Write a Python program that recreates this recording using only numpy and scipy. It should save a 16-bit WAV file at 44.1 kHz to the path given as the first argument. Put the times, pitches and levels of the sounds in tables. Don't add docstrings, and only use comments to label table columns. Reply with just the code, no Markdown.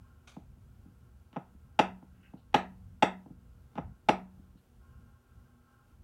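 import sys
import numpy as np
from scipy import signal
from scipy.fft import irfft, next_fast_len
from scipy.io import wavfile
from scipy.ndimage import uniform_filter1d

SR = 44100
rng = np.random.default_rng(int(sys.argv[2]) if len(sys.argv) > 2 else 0)


def invert_db(level):
    return 10 ** (np.asarray(level, dtype=float) / 20)


def to_wav(s):
    ch = np.atleast_2d(s).T
    pcm = np.round(np.clip(ch, -1, 1) * 32767)
    wavfile.write(sys.argv[1], SR, pcm.astype(np.int16))


N = 265923
T = np.arange(N) / SR

# f/Hz, level/dB per Hz
AIR = [(180, -10.5), (260, -3.5), (500, -8.5), (900, -13), (1600, -17.5), (1900, -21), (3000, -22),
       (4000, -26), (14000, -27.5), (16400, -29.5)]
# f/Hz, level/dB per Hz
RUMBLE = [(18, -28), (30, -20.5), (45, -3.5), (58, -3), (80, -1), (100, -5.5), (125, -6.5), (150, -14),
          (240, -16.5), (340, -46.5)]
# t/s, level/dB
HANDLING = [(0.0, -65.5), (0.47, -61), (1.59, -62), (1.95, -58.5), (2.35, -63.5), (2.65, -59.5),
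            (4.3, -61.5), (4.52, -64), (5.88, -68), (6.03, -61.5)]
# f/Hz, level/dB
HUM = [(120, -72), (241, -72.5), (360, -81), (480, -82)]
# f/Hz, width/Hz, level/dB
WHINE = [(820, 14, -84), (1073, 40, -80.5), (1316, 58, -81.5), (1412, 53, -81), (1574, 42, -82.5),
         (2880, 260, -94)]
# start t/s, whine level/dB
WHINE_STEPS = [
    (0, -1),
    (.27, -7),
    (4.55, -10.5),
    (4.8, 0.5),
    (5.95, -8.5),
]
STEP_S = 0.025

# f/Hz, width/Hz, level/dB
SLEEVE = [(800, 350, -6), (1290, 370, -1), (2360, 370, -3), (3500, 830, -3.5), (4670, 580, -12),
          (6270, 1040, -9.5), (8900, 3000, -19)]
FINGER = [(1560, 150, -2), (2020, 400, -8.5), (2708, 310, -2)]
NAIL = [(2900, 380, 0.97), (4000, 800, 0.029)]
PIVOT = [(347, 400, 2.5), (1190, 540, 15), (2600, 1200, 3), (6000, 2200, -20)]
# t/s, level/dB, length/ms, fade/ms, resonances
RUBS = [
    (.272, -56, 19, 36, SLEEVE),
    (1.330, -63.5, 26, 5.5, PIVOT),
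    (2.145, -80.5, 72, 20, FINGER),
    (2.228, -65, 47, 20, FINGER),
    (2.370, -80.5, 30, 22, NAIL),
    (3.755, -55.5, 32, 17, PIVOT),
    (4.570, -80.5, 19, 12, NAIL),
]

# t/s, force level/dB, contact edge f/Hz
TAPS = [(0.3662, -40, 940), (.5700, -59, 600), (0.683, -78, 200), (0.8551, -49, 295), (0.878, -51.5, 250),
        (1.3290, -55.5, 4000), (1.5450, -54, 305), (2.026, -48, 1010), (2.189, -55.5, 250),
        (2.3361, -41.5, 650), (2.367, -58, 600), (2.53, -58.5, 3030), (3.2599, -45, 690),
        (3.3026, -41, 294), (3.732, -65.5, 3500), (3.7548, -44.5, 2490), (3.7680, -51, 2225),
        (4.0660, -67, 2000), (4.3900, -49, 250), (4.5500, -51.5, 280)]
TAP_THUD_DB = 12
TAP_CRACK_DB, CRACK_DB_PER_OCTAVE = -4, 10
# f/Hz, level/dB, time to fall 60 dB/s
PLATE = [(510, -9, 0.041), (623, -5, 0.027), (824, 3.5, 0.015), (1038, -8, 0.033), (1262, -9.5, 0.025),
         (1530, -12.5, 0.016), (1640, -16, 0.024), (2100, -13, 0.014), (2312, -16, 0.024),
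         (2657, -10, 0.024), (2939, -13, 0.019), (3326, -10.5, 0.011), (3780, -17, .014),
         (4830, -25.5, 0.015), (5750, -17, 0.033), (7800, -23.5, .014)]
# f/Hz, level/dB, time to fall 60 dB/s
WALL = [(145, -12.5, 0.083), (185, -9, 0.091), (254, -8.5, 0.052), (313.5, -14.5, 0.079)]
# f/Hz, level/dB, time to fall 60 dB/s
SINK = [(186.6, -22.5, 0.98), (195.7, -29, 0.37), (332, -39, .33), (618, -41, .35), (744, -44, 0.25),
        (978, -40, .3)]
# f/Hz, level/dB per Hz
CRACK = [(1000, -28), (3000, -24), (4500, -35), (7500, -43), (10000, -48.5), (15000, -54)]
CRACK_T60_S = 0.017

# edge f/Hz, wall thud level/dB, crack level/dB
SNAP = (3880, -2, 5)
EASE = (1850, 3, -13.5)
# delay t/s, force level/dB
BOUNCE_DOWN = [(-.0014, -24), (0, -1), (.0013, -2), (.0046, 3.5), (.0071, -5), (.0082, -4.5)]
BOUNCE_UP = [(-.0025, -32), (0, -1.5), (.0024, 1.5), (.0036, -4.5), (.0072, -2.5)]
BOUNCE_SLOW = [(0, -5.5), (.0047, 1), (.0120, -5.5)]
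# t/s, level/dB, bounce pattern, first contact
FLIPS = [
    (1.361, -28.5, BOUNCE_SLOW, EASE),
    (1.7911, -15, BOUNCE_DOWN, SNAP),
    (2.543, -14.5, BOUNCE_UP, SNAP),
    (3.0245, -15, BOUNCE_DOWN, SNAP),
    (3.777, -27, BOUNCE_SLOW, EASE),
    (4.087, -15, BOUNCE_DOWN, SNAP),
]
DULLING_S, THUD_DB_PER_1_4_MS, CRACK_DB_PER_MS = 0.034, 0.5, -0.73
FLIP_FAR, TAP_FAR, BLOW_S = 3.19, 1.5, 0.0041

# f/Hz, time to fall 60 dB/s, level/dB
ROOM = [(152.3, 0.29, -13.5), (250, 0.42, -16.5), (350, .25, -11.5), (600, 0.24, -14), (850, 0.42, -32),
        (1164, 0.25, -18.5), (1788, .26, -18), (2550, .24, -24), (4000, .2, -21.5), (6200, .18, -22),
        (8900, 0.19, -18), (13030, 0.13, -16.5)]


def shaped(gain, count=N):
    size = next_fast_len(count, True)
    hz = np.arange(size // 2 + 1) * SR / size + 1
    chance = rng.standard_normal((2, len(hz)))
    noise = irfft((chance[0] + 1j * chance[1]) * gain(hz), size)[:count]
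    return noise / np.std(noise)


def slope(points):
    f, db = np.transpose(points)
    return lambda hz: invert_db(np.interp(np.log(hz), np.log(f), db, left=-120, right=-120))


def peak(centre_hz, width_hz):
    return lambda hz: 1 / np.sqrt(1 + (2 * (hz - centre_hz) / width_hz) ** 4)


def walk(rate):
    levels = rng.standard_normal(1000)
    position = T * rate
    k = position.astype(int)
    blend = (1 - np.cos(np.pi * (position - k))) / 2
    return levels[k] * (1 - blend) + levels[k + 1] * blend


def whine_level():
    starts, db = np.transpose(WHINE_STEPS)
    held = db[np.searchsorted(starts[1:], T)]
    return uniform_filter1d(held, int(STEP_S * SR) + 1)


def kitchen():
    air = invert_db(-73 + 0.6 * walk(11)) * shaped(slope(AIR))
    handling_db = np.interp(T, *np.transpose(HANDLING))
    rumble = invert_db(handling_db + 4.5 + 4.2 * walk(8)) * shaped(slope(RUMBLE))
    hum = sum(invert_db(db + 2.8 * walk(5.4)) * np.sin(2 * np.pi * hz * T) for hz, db in HUM)
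    whine = shaped(lambda hz: sum(invert_db(db) / np.sqrt(w) * peak(f, w)(hz) for f, w, db in WHINE))
    return air + rumble + hum + invert_db(whine_level() - 73 + 2.2 * walk(14)) * whine


def rubs():
    ms = 1000 * T[:SR // 2]
    out = np.zeros(N)
    grain = invert_db(2.5 * walk(90))
    for s, db, length_ms, fade_ms, peaks in RUBS:
        start = np.clip(ms / 4, 0, 1)
        end = np.exp(-np.clip(ms - length_ms, 0, None) / fade_ms)
        noise = shaped(lambda hz: sum(invert_db(d) * peak(f, w)(hz) for f, w, d in peaks), count=len(ms))
        i = int(s * SR)
        out[i:i + len(ms)] += invert_db(db) * start * end * noise
    return out * grain


def taps():
    blows = []
    for s, force_db, edge_hz in TAPS:
        crack_db = TAP_CRACK_DB + CRACK_DB_PER_OCTAVE * np.log2(edge_hz / 1000)
        blows.append((s, force_db, edge_hz, TAP_THUD_DB, crack_db, TAP_FAR))
    return blows


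def flips():
    blows = []
    for s, db, bounces, (edge_hz, thud_db, crack_db) in FLIPS:
        for lag, force_db in bounces:
            edge = edge_hz * np.exp(-lag / DULLING_S)
            thud = thud_db + THUD_DB_PER_1_4_MS * lag / 0.0014
            crack = crack_db + CRACK_DB_PER_MS * lag / 0.001
            far = FLIP_FAR * (lag == 0)
            blows.append((s + lag, db + force_db, edge, thud, crack, far))
    return blows


def ring(modes, t):
    out = np.zeros(len(t))
    for k, (hz, db, t60) in enumerate(modes):
        out += (-1) ** k * invert_db(db - 60 * t / t60) * np.sin(2 * np.pi * hz * t)
    return out


def switch():
    t = T[:SR // 10]
    plate, wall = ring(PLATE, t), ring(WALL, t)
    rattle = shaped(slope(CRACK))
    out, shake = np.zeros((2, N + len(t))), np.zeros(N)
    for s, force_db, edge_hz, thud_db, crack_db, far in taps() + flips():
        i = int(s * SR)
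        crack = invert_db(crack_db - 60 * t / CRACK_T60_S) * rattle[i:i + len(t)]
        push = signal.butter(2, edge_hz, fs=SR, output="sos")
        bright = signal.butter(1, 2 * edge_hz, fs=SR, output="sos")
        body = signal.sosfilt(push, plate + invert_db(thud_db) * wall)
        blow = invert_db(force_db) * (body + invert_db(-17) * signal.sosfilt(bright, crack))
        out[0, i:i + len(t)] += blow
        out[1, i:i + len(t)] += blow * far * np.exp(-t / BLOW_S)
        shake[i] = invert_db(1.43 * force_db + 3.5)
    sink = signal.fftconvolve(shake, ring(SINK, T[:SR]))[:N]
    return out[:, :N] + sink


def room(x):
    t = T[:SR // 2]
    tail = np.zeros(len(t))
    for hz, t60, db in ROOM:
        band = shaped(peak(hz, hz * 2 / 5), count=len(t))
        tail += invert_db(db - 60 * t / t60) * band * np.sqrt(hz / t60)
    build_up = 1 - np.exp(-(t / 0.0068) ** 2)
    return signal.fftconvolve(x, tail * build_up * invert_db(-67.5))[:N]


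def scene():
    near, far = switch() + rubs()
    no_bass = signal.butter(2, 110, "high", fs=SR, output="sos")
    near = signal.sosfilt(no_bass, near + room(far))
    return (near + kitchen())[None]


def top_cut(x):
    return signal.sosfilt(signal.butter(12, 16460, fs=SR, output="sos"), x)


def record(dry):
    mix = np.tanh(1.189 * dry) / 1.263
    return top_cut(mix)


dry = scene()
out = record(dry)
to_wav(out)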